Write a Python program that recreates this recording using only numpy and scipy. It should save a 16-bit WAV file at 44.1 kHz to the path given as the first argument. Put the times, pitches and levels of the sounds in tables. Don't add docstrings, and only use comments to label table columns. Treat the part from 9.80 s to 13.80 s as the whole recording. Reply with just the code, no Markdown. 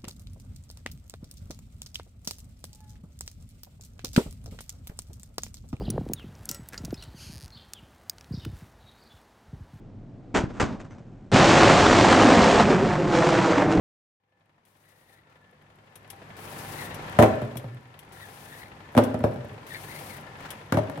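import sys
import numpy as np
from scipy import signal
from scipy.fft import rfft, irfft
from scipy.io import wavfile
from scipy.ndimage import uniform_filter1d

SR = 44100
rng = np.random.default_rng(int(sys.argv[2]) if len(sys.argv) > 2 else 0)


def store_pcm(level_fs):
    pcm = np.round(np.clip(level_fs, -1, 1) * 32767).astype(np.int16)
    wavfile.write(sys.argv[1], SR, np.atleast_2d(pcm).T)


N = 176400
T = np.arange(N) / SR


def amp(db):
    return 10 ** (np.asarray(db) / 20)


def unit(x):
    return x / np.sqrt(np.mean(x ** 2))


def curve(rows, column=1):
    rows = np.array(rows)
    return np.interp(T, rows[:, 0], rows[:, column])


def wander(rate_hz):
    knots = rng.standard_normal(2048)
    return np.interp(T * rate_hz, np.arange(len(knots)), knots)


def delay(x, lag_s):
    return np.interp(T - lag_s, T, x)


def colour(x, spectrum, size=8192):
    hz, db = np.array(spectrum).T
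    bins_hz = np.maximum(np.arange(size // 2 + 1) * SR / size, 1)
    gain = amp(np.interp(np.log(bins_hz), np.log(hz), db))
    cepstrum = irfft(np.log(gain))
    cepstrum[1:size // 2] *= 2
    cepstrum[size // 2 + 1:] = 0
    impulse = irfft(np.exp(rfft(cepstrum)))[:size // 2]
    return signal.oaconvolve(x, impulse)[:N]


def lowpass(x, hz, order=2):
    return signal.sosfiltfilt(signal.butter(order, hz, fs=SR, output="sos"), x)


def narrow_noise(centre_hz, width_hz):
    noise = rng.standard_normal((2, N + SR))
    in_phase, quadrature = lowpass(noise, width_hz / 2)[:, SR // 2:SR // 2 + N]
    phase = 2 * np.pi * np.cumsum(centre_hz * np.ones(N)) / SR
    return unit(in_phase * np.cos(phase) + quadrature * np.sin(phase))


def turbulence(shocks_per_s, shock_share):
    scatter_db = 2.5 * rng.standard_normal(N)
    burst_db = 1.34 * wander(rate_hz=200)
    hits = rng.random(N) < shocks_per_s / SR
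    fronts = hits * amp(scatter_db + burst_db) / np.sqrt(shocks_per_s)
    fronts = unit(fronts - uniform_filter1d(fronts, size=601))
    return -np.sqrt(shock_share) * fronts + np.sqrt(1 - shock_share) * rng.standard_normal(N)


# freq_hz, gain_db
RUMBLE_SPECTRUM = [(15, -41), (28, -1.5), (65, -23.5), (110, -4), (160, -11), (270, -12.5), (400, -22.5),
                   (750, -28), (950, -36.5), (2400, -48), (7000, -60.5), (8500, -66), (10000, -82)]
# time_s, level_db
RUMBLE_LEVEL = [(0, -43.5), (.25, -45), (.42, -43.5), (.7, -42), (1.3, -45), (1.5, -46.5)]


def far_missile():
    jet = turbulence(shocks_per_s=270, shock_share=0.084)
    return unit(colour(jet, RUMBLE_SPECTRUM)) * amp(curve(RUMBLE_LEVEL))


# pitch_hz, decay_s, level_db
METAL_MODES = [(2094, 0.026, -61), (6070, 0.02, -61)]


def metal_ping(start_s=1.108):
    age_s = np.maximum(T - start_s, 0)
    return sum(amp(level_db) * np.exp(-age_s / decay_s) * np.sin(2 * np.pi * pitch_hz * age_s)
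               for pitch_hz, decay_s, level_db in METAL_MODES)


# start_s, length_s, unfiltered_peak_db
PRESSURE_WAVES = [(.543, 0.0027, -15), (0.588, 0.0091, -19), (0.638, 0.00554, -13.5), (0.7997, 0.0025, -21),
                  (0.831, 0.0063, -12.5), (.8665, 0.0053, -28), (3.975, 0.012, -21)]


def thumps():
    waves = 0
    for start_s, length_s, peak_db in PRESSURE_WAVES:
        progress = (T - start_s) / length_s
        waves += amp(peak_db) * (1 - 2 * progress) * ((progress > 0) & (progress < 1))
    return lowpass(waves, hz=700)


# start_s, level_db
SHOCK_CLUSTERS = [(0.799, -20), (2.004, -13), (2.066, -12), (2.131, -13), (2.3265, -9), (2.348, -13),
                  (2.398, -11), (2.4335, -13), (2.644, -14), (2.7975, -8.5), (2.8065, -13), (2.853, -18),
                  (3.135, -24), (3.49, -18), (3.924, -20), (3.973, -21)]
# freq_hz, gain_db
CRACK_SPECTRUM = [(60, -28), (300, -4), (750, 3), (1500, -4.5), (3000, -16.5), (7000, -28), (10000, -50),
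                  (22000, -110)]


def cracks(decay_s=0.005):
    envelope = sum(amp(level_db) * (T >= start_s) * np.exp(-np.abs(T - start_s) / decay_s)
                   for start_s, level_db in SHOCK_CLUSTERS)
    return envelope * unit(colour(rng.standard_normal(N), CRACK_SPECTRUM))


# start_s, attack_s, hold_s, decay_s, relative_db
GAS_BURSTS = [(.541, .009, .026, .022, -21), (.799, .001, .014, .025, -20.5),
              (.995, .008, .005, .011, -42.5), (.72, .035, .035, .015, -47), (1.046, .002, .003, .007, -48),
              (1.10, .008, .015, .025, -55), (1.18, .005, .003, .012, -61)]
# freq_hz, gain_db
GAS_SPECTRUM = [(18, -29), (30, -17.5), (220, -3), (341, -4), (657, -8), (760, -7), (946, -9.5),
                (1400, -10), (2760, -20), (4070, -28), (6620, -27), (7840, -30), (10000, -51.5),
                (13000, -89), (22000, -120)]
# freq_hz, gain_db
TAIL_SPECTRUM = [(18, -43), (30, -15.5), (231, -1.5), (376, -10), (901, -14), (1020, -12), (2690, -28.5),
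                 (6150, -37.5), (8040, -45), (10000, -60), (13000, -95), (22000, -120)]
BURST_TRIM_DB, TAIL_TRIM_DB, ECHO_DB = 1, -7, -16.5
TAIL_RISE_S, TAIL_LOW_DECAY_S, TAIL_HIGH_DECAY_S = 0.037, 0.11, 0.077
VENT_START_S, VENT_DB = 0.96, -64.5


def gas_blasts():
    burst, low_power, high_power = 0, 0, 0
    for start_s, attack_s, hold_s, decay_s, relative_db in GAS_BURSTS:
        age_s = np.maximum(T - start_s, 0)
        fading_s = np.maximum(age_s - attack_s - hold_s, 0)
        onset = amp(relative_db + BURST_TRIM_DB) * np.minimum(age_s / attack_s, 1)
        burst += onset * np.exp(-fading_s / decay_s)
        swell = amp(relative_db + TAIL_TRIM_DB) * np.minimum(age_s / TAIL_RISE_S, 1)
        low_power += (swell * np.exp(-fading_s / TAIL_LOW_DECAY_S)) ** 2
        high_power += (swell * np.exp(-fading_s / TAIL_HIGH_DECAY_S)) ** 2
    gas = unit(colour(turbulence(shocks_per_s=900, shock_share=0.73), GAS_SPECTRUM))
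    scatter = unit(colour(rng.standard_normal(N), TAIL_SPECTRUM))
    low = lowpass(scatter, hz=670)
    lumps = amp(3.5 * wander(rate_hz=41))
    tail = lumps * (np.sqrt(low_power) * low + np.sqrt(high_power) * (scatter - low))
    vent = amp(VENT_DB) * (T > VENT_START_S)
    boom = amp(ECHO_DB) * delay(burst, lag_s=0.102) * narrow_noise(centre_hz=232, width_hz=240)
    return (burst + vent) * gas + boom + tail


# time_s, lag_ms, gain
GROUND_PATH = [(1.5, 1.1, 0), (1.9, 1.58, 0), (2.1, 2.8, 0.2), (2.4, 3.73, 0), (2.75, 4.45, 0.4),
               (3.0, 5.25, 0.27), (3.5, 6.03, 0.8), (4.0, 6.78, 0.38)]


def reflections(jet, launcher_gone_s=2.34):
    dull = lowpass(jet, hz=1310, order=1)
    launcher_gain = 0.17 * np.clip(2 * (launcher_gone_s - T), 0, 1)
    launcher = launcher_gain * delay(dull, lag_s=0.00571)
    ground = curve(GROUND_PATH, column=2) * delay(dull, lag_s=curve(GROUND_PATH) / 1000)
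    return launcher + ground


# time_s, first_band_db, second_band_db
HOLLOW_LEVEL = [(1.95, -45, -50), (2.15, -27, -45), (2.4, -20, -42), (2.6, -18.5, -40), (2.72, -27, -38),
                (2.9, -28, -28), (3.1, -32, -34), (3.45, -42, -26), (3.9, -42, -28.5)]


def hollow_bands():
    spacing_hz = 1000 / curve(GROUND_PATH)
    first = narrow_noise(spacing_hz, width_hz=105) * amp(curve(HOLLOW_LEVEL, column=1))
    second = narrow_noise(2 * spacing_hz, width_hz=75) * amp(curve(HOLLOW_LEVEL, column=2))
    return first + second


# freq_hz, gain_db
JET_SPECTRUM = [(15, -45), (25, -10.5), (53, -14), (97, -2.5), (131, -4), (181, -1.5), (307, -0.5),
                (414, -3), (701, -2.5), (2010, -13), (2460, -15), (7220, -26.5), (8600, -34), (10000, -50),
                (13000, -78.5), (22000, -120)]
# time_s, shocks_per_s
JET_SHOCK_RATE = [(1.5, 1460), (2.6, 1200), (2.85, 1200), (4.0, 1360)]
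# time_s, bass_db, low_mid_db, mid_db, treble_db
JET_BAND_LEVEL = [(1.55, -13.5, -19, -19, -26.5), (1.56, -18, -19.5, -16.5, -26),
                  (1.87, -21, -17.5, -15.5, -25.5), (2.1, -18.5, -21.5, -18, -28),
                  (2.19, -19, -20, -17.5, -27), (2.54, -24.5, -18.5, -18, -29),
                  (2.6, -17, -20.5, -17, -29.5), (2.73, -27.5, -18.5, -20, -29.5),
                  (2.75, -18.5, -21.5, -18.5, -30.5), (2.81, -24, -19.5, -20.5, -30),
                  (2.85, -21, -26.5, -25, -38), (2.91, -26, -17, -23, -35.5),
                  (2.98, -20.5, -28, -25.5, -42), (3.07, -24.5, -22.5, -29.5, -41),
                  (3.13, -22, -41, -25.5, -42.5), (3.19, -32.5, -24.5, -31.5, -45),
                  (3.27, -25, -28.5, -31.5, -46.5), (3.34, -28, -25, -24.5, -36),
                  (3.36, -27, -24, -23, -34), (3.4, -26, -23.5, -25, -35.5), (3.59, -27, -24, -21, -35.5),
                  (3.61, -25, -27, -24.5, -37), (3.67, -31.5, -22.5, -23.5, -36.5),
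                  (3.8, -28.5, -23, -23.5, -39.5), (3.89, -23.5, -26, -30.5, -48.5),
                  (3.92, -32, -24.5, -25, -39), (3.98, -21, -22.5, -32, -49)]
IGNITION_S, IGNITION_RISE_S, IGNITION_STEP_GAIN = 1.517, 0.041, 0.26
SAWTOOTH_RAD = 0.73


def rocket():
    jet = colour(turbulence(curve(JET_SHOCK_RATE), shock_share=0.44), JET_SPECTRUM)
    jet = np.real(signal.hilbert(jet) * np.exp(-1j * SAWTOOTH_RAD))
    jet = jet + reflections(jet)
    below = [lowpass(jet, edge_hz, order=4) for edge_hz in (240, 600, 2500)]
    bass, low_mid, mid, treble = np.diff([np.zeros(N), *below, jet], axis=0)
    sputter = amp(2.4 * wander(rate_hz=380))
    bands = [(bass, -2), (low_mid, -0.5), (mid * sputter, -1), (treble, 0)]
    roar = sum(unit(band) * amp(trim_db + curve(JET_BAND_LEVEL, column))
               for column, (band, trim_db) in enumerate(bands, start=1))
    ignition = np.minimum(IGNITION_STEP_GAIN + (T - IGNITION_S) / IGNITION_RISE_S, 1) * (T > IGNITION_S)
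    return (roar + hollow_bands()) * ignition


def spread(source, side_spectrum):
    return source() + np.array([[1], [-1]]) * colour(source(), side_spectrum)


# freq_hz, side_to_mid_db
RUMBLE_WIDTH = [(100, -19), (400, -12.5), (4000, -9.5)]
BLAST_WIDTH = [(60, -10), (450, -7.5), (1000, -13), (2500, -16), (9000, -16)]
JET_WIDTH = [(30, -13.5), (100, -21), (500, -19), (2000, -18.5), (9000, -16)]
# time_s, left_minus_right_db
JET_BALANCE = [(1.5, -0.35), (4.0, -0.7)]


def scene():
    ejection = spread(gas_blasts, BLAST_WIDTH) + thumps() + metal_ping()
    balance = amp(np.array([[1], [-1]]) * curve(JET_BALANCE) / 2)
    flight = spread(rocket, JET_WIDTH) * balance
    return ejection + flight + cracks() + spread(far_missile, RUMBLE_WIDTH)


def record(dry):
    ceiling, cutoff_hz = 0.85, 9900
    rounded = ceiling * np.tanh(dry / ceiling)
    return signal.sosfilt(signal.ellip(10, 0.2, 80, cutoff_hz, fs=SR, output="sos"), rounded)


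dry = scene()
out = record(dry)
store_pcm(out)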